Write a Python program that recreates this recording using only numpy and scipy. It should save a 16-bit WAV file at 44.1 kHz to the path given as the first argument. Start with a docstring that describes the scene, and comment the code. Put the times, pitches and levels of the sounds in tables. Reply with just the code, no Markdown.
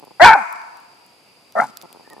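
"""Small dog in the night woods

Close to the microphone a small dog growls in stuttering pulses, gives one loud bark that overloads the input,
then a softer woof and more growling: pulses and puffs of turbulence ring resonances of throat, muzzle and chest.
The trees answer with a long echo of coloured, dying noise; twigs tick as short crackles of noise.
Air and insects are bands of noise; far off another dog yelps, a few wavering harmonics."""
import sys
import numpy as np
from scipy import signal
from scipy.fft import rfft, irfft, next_fast_len
from scipy.io import wavfile
from scipy.ndimage import map_coordinates

SR = 44100
rng = np.random.default_rng(int(sys.argv[2]) if len(sys.argv) > 2 else 0)


def log_audio(samples):
    """Write samples as a 16-bit WAV file to the path given in sys.argv[1]."""
    # one column per channel
    frames = np.atleast_2d(samples).T
    # limit to full scale, then quantise
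    limited = np.clip(frames, -1, 1)
    pcm = np.round(limited * 32767).astype(np.int16)
    wavfile.write(sys.argv[1], SR, pcm)


N = 97020  # samples, 2.2 s


def amp(db):
    """Amplitude factor of a level in dB."""
    return 10 ** (np.asarray(db) / 20)


def unit(x):
    """x scaled to an RMS of one."""
    return x / np.sqrt(np.mean(x ** 2) + 1e-20)


def along(points, hz):
    """Read a curve of (f/Hz, value) points on a log frequency axis."""
    f, v = np.transpose(points)
    return np.interp(np.log(hz + 1), np.log(f + 1), v)


def wobble(rate):
    """A smooth random curve, rate knots a second."""
    knots = rng.standard_normal(int(N * rate / SR) + 4)
    return map_coordinates(knots, [np.arange(N) * rate / SR])


def filtered(x, response):
    """x times a complex response of frequency."""
    m = next_fast_len(N + SR // 2)
    spectrum = rfft(x, m) * response(np.fft.rfftfreq(m, 1 / SR))
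    return irfft(spectrum, m)[..., :N]


def high_pass(x, hz):
    """Steep causal cut below hz: four one-pole stages."""
    return filtered(x, lambda f: (1j * f / (hz + 1j * f)) ** 4)


def rings(when, sizes, modes, onset_s):
    """Each push rings damped resonances (f/Hz, width/Hz, level/dB), neighbours in opposite sign."""
    at = np.floor(when * SR)[:, None] + np.arange(700)
    t = np.maximum(at / SR - when[:, None], 0)
    wave = 0
    for k, (hz, width, db) in enumerate(modes):
        tone = np.sin(2 * np.pi * np.reshape(hz, (-1, 1)) * t)
        wave = wave + (-1) ** k * amp(db) * tone * np.exp(-np.pi * width * t)
    wave = wave * (1 - np.exp(-t / onset_s)) ** 2 * sizes[:, None]
    # samples outside the scene pile up at its two ends; the last one is dropped
    return np.bincount(at.clip(0, N).astype(int).ravel(), wave.ravel(), N + 1)[:N]


# colour of the still air: f/Hz, relative level/dB
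AIR_COLOUR = [(25, -32.5), (60, -22.5), (120, -12), (300, -8.5), (900, -10), (1800, -20), (2700, -20.5),
              (3700, -19), (6500, -25), (11000, -24), (14500, -37)]
# bands of far insects: centre f/Hz, width/Hz (between the 1/e points), level/dB
INSECT_BANDS = [(4788, 720, -58.5), (2513, 1000, -61.5)]
AIR_DB = -55.5


def night():
    """Still air as coloured noise partly shared by both channels, and two gently wavering insect bands."""
    a, b = rng.standard_normal((2, N))
    sides = np.array([a + 0.56 * b, a - 0.45 * b])
    air = unit(filtered(sides, lambda hz: amp(along(AIR_COLOUR, hz))))
    song = 0
    for centre, width, db in INSECT_BANDS:
        level = amp(db + 0.83 * wobble(28))
        noise = rng.standard_normal((2, N))
        song = song + level * unit(filtered(noise, lambda hz: np.exp(-(2 * (hz - centre) / width) ** 2)))
    return amp(AIR_DB + 0.39 * wobble(3)) * air + song


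# runs of the growl: start t/s, gap between pulses/ms, pulses, relative level/dB
GROWL_RUNS = [(-.001, 9.1, 2, -37), (0.0254, 7.1, 3, -28.5), (.071, 7.8, 2, -31), (0.108, 6.2, 2, -32),
              (1.711, 10.4, 4, -44.5), (1.755, 7.5, 3, -45), (1.7922, 13, 3, -48), (1.8326, 5.7, 5, -31),
              (1.904, 12.2, 3, -38.5), (1.9476, 11.6, 3, -32), (1.9965, 10.9, 2, -31.5),
              (2.0196, 12, 3, -43.5), (2.075, 9, 1, -31.5), (2.106, 6.6, 7, -33.5), (2.1653, 14, 4, -29)]
# resonances behind the shut muzzle: f/Hz, width/Hz, level/dB
MUZZLE_MODES = [(240, 200, -5), (450, 230, -2), (890, 230, 0)]


def growl():
    """Slow pulses in short runs, a little uneven in time and level, ring the shut muzzle."""
    pulses = np.array([(s + k * gap / 1000, db)
                       for s, gap, count, db in GROWL_RUNS for k in range(round(count))])
    chance = rng.standard_normal((80, 2))[:len(pulses)]
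    when = pulses[:, 0] + .0003 * chance[:, 0]
    sizes = amp(pulses[:, 1] + 6 + 1.3 * chance[:, 1])
    return -rings(when, sizes, MUZZLE_MODES, onset_s=.0009)


# ticks under the paws: t/s, level of the part above 6 kHz (peak)/dB, left over right/dB, peak level of the part
# from 2 to 6 kHz relative to the upper part, less 6 dB/dB
TWIG_TICKS = [(0.0502, -34, -6, -16.5), (0.5266, -26, -7, -19.5), (0.5583, -52, -10.5, 4.5),
              (0.6168, -42.5, -4, -2), (0.7705, -35, -7, -20), (0.802, -36, -2.0, -27),
              (1.064, -37.5, 0, -33), (1.5231, -32, 3.5, -16), (1.6397, -34, -1.0, -18.5),
              (1.7717, -17.5, -7.5, -11), (1.8146, -29.5, -13.5, -8), (1.8231, -26.5, 2, -14.5),
              (1.928, -27, 4.5, -12), (2.1004, -32, -10, -11.5), (2.1325, -32, -5.5, -13)]
TWIG_T60 = .008  # s


def twigs():
    """Dry ticks: spiky noise in two bands, dying within milliseconds."""
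    out, t = np.zeros((2, N + 900)), np.arange(900) / SR
    above = signal.butter(2, 6000, "high", fs=SR, output="sos")
    below = signal.butter(2, [2000, 6000], "band", fs=SR, output="sos")
    for s, db, pan, low_db in TWIG_TICKS:
        # cubing the noise makes it spiky
        crackle = rng.standard_normal((2, len(t))) ** 3 * amp(-60 * t / TWIG_T60)
        high = signal.sosfilt(above, crackle[0])
        low = signal.sosfilt(below, crackle[1])
        tick = high / abs(high).max() + amp(low_db + 6) * low / abs(low).max()
        start = round(s * SR)
        out[:, start:start + len(t)] += amp(db + np.array([[pan / 2], [-pan / 2]])) * tick
    return out[:, :N]


# the two calls: t/s, pitch f/Hz, relative level/dB, mouth (0 nearly shut, 1 wide), second resonance f/Hz,
# lift of the upper resonances/dB, relative chest level/dB, breath hiss level/dB
BARK_PATH = [(.1975, 275.7, -12, 0.4, 1430, -4.5, -47.5, -59),
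             (.207, 310.2, -2.5, 0.27, 1520, 1, -36.5, -46.5),
             (.222, 339.2, 3, 0.5, 1624, -2.5, -29.5, -36.5), (.241, 375.6, 1, 0.76, 1650, 5, -27, -32.5),
             (.246, 477.1, 1, 1.1, 1573, 7, -38.5, -40), (.268, 483.6, -0.5, 1.01, 1524, 2, -40.5, -29),
             (.29, 443.4, -1, 0.96, 1467, 5.5, -39.5, -37), (.305, 452.5, -1, 0.8, 1566, -4.5, -40, -38),
             (.32, 440.7, -6, 0.78, 1570, 8, -39.5, -48), (.34, 436.3, -8.5, 1, 1480, 3, -43, -50),
             (.357, 402.7, -6, 0.6, 1480, -13, -33.5, -55), (.365, 327.8, -19.5, 0.98, 1480, -9, -31, -59),
             (.385, 260.5, -17.5, 0.66, 1480, -5.5, -37, -50), (.42, 195.5, -35, 1, 1480, -5.5, -35, -55),
             (.435, 176.5, -37.5, .8, 1480, -5, -60, -74.5)]
WOOF_PATH = [(1.553, 215.4, -20.5, 0.13, 1280, -24.5, -58.5, -59),
             (1.56, 211.1, -13.5, 0.12, 1280, -8.5, -28, -54),
             (1.57, 207.2, -16.5, 0.065, 1290, -5.5, -35.5, -55), (1.584, 216, -13, .1, 1263, 2, -35, -51),
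             (1.596, 222.8, -12, 0.23, 1368, -0.5, -15.5, -49),
             (1.601, 237.7, -9.5, 0.39, 1424, 6, -33, -54.5), (1.608, 219.6, -23, 0.46, 1403, -5, -42, -39),
             (1.62, 141, -15, 0.68, 1416, -5, -26.5, -47.5),
             (1.645, 143.2, -22, 0.87, 1520, -8, -30, -46.5),
             (1.674, 117.8, -52.5, 0.77, 1452, 6, -39, -52.5),
             (1.71, 107, -47.5, 0.79, 1274, 2, -34, -55.5)]
# the four throat resonances, lowest first: width/Hz, level/dB
THROAT_MODES = [(135, 4), (154, -2.5), (132, -12.5), (400, -38.5)]
# roughness of the voice through both calls: t/s, roughness (0-1)
ROUGHNESS = [(.2, .35), (.213, .06), (.24, .07), (.246, .45), (.265, .3), (.285, .25), (.3, .12),
             (.315, .5), (.345, .4), (.365, .1), (1.55, .3), (1.575, .45), (1.595, .3), (1.62, .45),
             (1.7, .4)]
# colour of the breath: f/Hz, relative level/dB
BREATH_COLOUR = [(1500, -26.5), (4500, -14), (9000, -17), (13000, -27.5)]
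JITTER, SHIMMER_DB = .12, 7  # random spread at full roughness: of a cycle; in dB
TURBULENCE = 2500  # puffs a second
FIRST, THIRD = (600, 910), (1791, 2320)  # Hz with the mouth nearly shut, Hz with it wide
FOURTH_HZ = 4110
CHEST_HZ, CHEST_WIDTH_HZ = 215, 120  # the chest rings at this or at the pitch, whichever is higher
VOICE_LOW_HZ = 379


def call(rows):
    """Vocal-fold pulses and turbulent puffs ring the throat; the pulses also ring the chest; breath hisses."""
    s, pitch, level, mouth, second_hz, upper_db, chest_db, hiss_db = np.transpose(rows)
    t = np.arange(N) / SR
    span = t[(t > s[0]) & (t < s[-1])]
    cycles = np.cumsum(np.interp(span, s, pitch)) / SR
    chance = rng.standard_normal((2000, 3))

    # one pulse a cycle; roughness moves energy from pulses to puffs
    beats = np.interp(np.arange(int(cycles[-1])), cycles, span)
    rough, rate = np.interp(beats, *np.transpose(ROUGHNESS)), np.interp(beats, s, pitch)
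    sizes = np.sqrt((1 - rough) / rate) * amp(SHIMMER_DB * rough * chance[:len(rough), 0])
    beats = beats + JITTER * rough * chance[:len(rough), 1] / rate
    puffs = np.arange(s[0], s[-1], 1 / TURBULENCE)
    puff_rough = np.interp(puffs, *np.transpose(ROUGHNESS))
    puff_sizes = np.sqrt(puff_rough / TURBULENCE) * chance[:len(puffs), 2]

    # an opening mouth raises the first and third resonances
    when = np.r_[beats, puffs]
    wide = np.interp(when, s, mouth)
    lift_db = np.interp(when, s, upper_db)[:, None]
    centres = [FIRST[0] + wide * np.ptp(FIRST), np.interp(when, s, second_hz),
               THIRD[0] + wide * np.ptp(THIRD), FOURTH_HZ]
    modes = [(hz, width, db + (k > 0) * lift_db)
             for k, (hz, (width, db)) in enumerate(zip(centres, THROAT_MODES))]
    pushes = amp(31.5 + np.interp(when, s, level)) * np.r_[sizes, puff_sizes]
    voice = rings(when, pushes, modes, onset_s=0.00053)

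    chest_pushes = amp(30 + np.interp(beats, s, chest_db)) * sizes
    chest_modes = [(np.maximum(rate, CHEST_HZ), CHEST_WIDTH_HZ, 0)]
    chest = rings(beats, chest_pushes, chest_modes, onset_s=0.00084)

    breath = unit(filtered(rng.standard_normal(N), lambda hz: amp(along(BREATH_COLOUR, hz))))
    breath = breath * amp(np.interp(t, s, hiss_db, -120, -120) + 3.5 * wobble(250))
    return high_pass(voice, VOICE_LOW_HZ) + high_pass(chest, 80) + breath


# how long the trees ring: f/Hz, time to fall 60 dB t/s
WOODS_T60 = [(200, 1.8), (900, 1.18), (2400, 0.97), (5000, 1.7), (12000, 1)]
# colour of the echo: f/Hz, relative level/dB
ECHO_COLOUR = [(300, -11.5), (650, -4), (900, -8), (1150, 11.5), (1500, -3.5), (1900, 3), (2400, 4),
               (6000, 5)]
WOODS_LEFT_DB = 2.5  # left over right


def woods(x):
    """Echoes off the trunks build up, then each frequency dies at its own speed."""
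    hz, t, z = signal.stft(rng.standard_normal((2, 2 * SR)), SR, nperseg=256)
    fall_db = along(ECHO_COLOUR, hz)[:, None] - 60 * t / along(WOODS_T60, hz)[:, None]
    build_up = 1 - np.exp(-t / 0.04)
    far = signal.istft(z * amp(fall_db) * build_up, SR, nperseg=256)[1]
    far = far / np.linalg.norm(far[0]) * amp([[WOODS_LEFT_DB / 2], [-WOODS_LEFT_DB / 2]])
    return signal.fftconvolve(x[None], far, axes=1)[:, :N]


# path of the far yelp: t/s, pitch f/Hz, relative level/dB
YELP_PATH = [(2.02, 584, -76.5), (2.05, 592, -61.5), (2.075, 600, -57), (2.088, 601.5, -67),
             (2.116, 620, -51.5), (2.136, 608.5, -54.5), (2.152, 600.5, -63), (2.184, 592.6, -59),
             (2.2, 595, -75)]
# its harmonics: multiple of the pitch, relative level/dB
YELP_TONES = [(2, -1), (3, 3)]


def far_dog():
    """A thin yelp far off: harmonics that waver in pitch and level."""
    s, pitch, level = np.transpose(YELP_PATH)
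    t = np.arange(N) / SR
    wavering = np.interp(t, s, pitch) * (1 + .025 * wobble(110))
    phase = 2 * np.pi * np.cumsum(wavering) / SR
    tones = sum(amp(db + 5 * wobble(140)) * np.sin(k * phase) for k, db in YELP_TONES)
    return amp(np.interp(t, s, level, -120)) * tones


# the near dog between the two channels: f/Hz, left over right/dB
DOG_LEFT_DB = [(500, -1.5), (900, 1), (1700, 6.5), (5000, 1), (12000, 2)]
# its phase between the channels: f/Hz, lead of the left/rad
DOG_LEFT_LEAD = [(0, 0), (520, -1.8), (1290, 1), (1720, -0.67), (2500, 1), (2760, -1.5)]
GROUND_S, GROUND_DB = 0.001558, -17  # delay and level of the bounce
BARK_ECHO_DB, SOFT_ECHO_DB = -15.5, -23.5  # the bark carries into the trees, the muffled calls less


def scene():
    """The dog, once direct and once off the ground, in the night woods."""
    bark = call(BARK_PATH)
    soft = call(WOOF_PATH) + high_pass(growl(), 70)

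    def placed(hz):
        """Left and right response: level and phase split evenly, plus the bounce."""
        left = amp(along(DOG_LEFT_DB, hz) / 2) * np.exp(.5j * along(DOG_LEFT_LEAD, hz))
        bounce = amp(GROUND_DB) * np.exp(-2j * np.pi * hz * GROUND_S)
        return np.array([left, 1 / left]) * (1 + bounce)

    direct = filtered(bark + soft, placed)
    echo = woods(amp(BARK_ECHO_DB) * bark + amp(SOFT_ECHO_DB) * soft)
    return direct + echo + far_dog() + twigs() + night()


CEILING, BIAS = 1.0, 0.093  # full scale; offset of the input
KNEE = 8  # higher clips harder
TOP_HZ = 14800


def record(dry):
    """The microphone input sits a little off centre and clips; little passes above the band limit."""
    x = dry + BIAS
    x = x / (1 + abs(x / CEILING) ** KNEE) ** (1 / KNEE) - BIAS

    def band(hz):
        """18 dB down above TOP_HZ, nothing from 20 kHz, a gentle cut below 20 Hz."""
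        top = np.where(hz < TOP_HZ, 1, amp(-18)) * (hz < 20000)
        return top * (1j * hz / (20 + 1j * hz))

    return np.clip(filtered(x, band), -1, 1)


dry = scene()
out = record(dry)
log_audio(out)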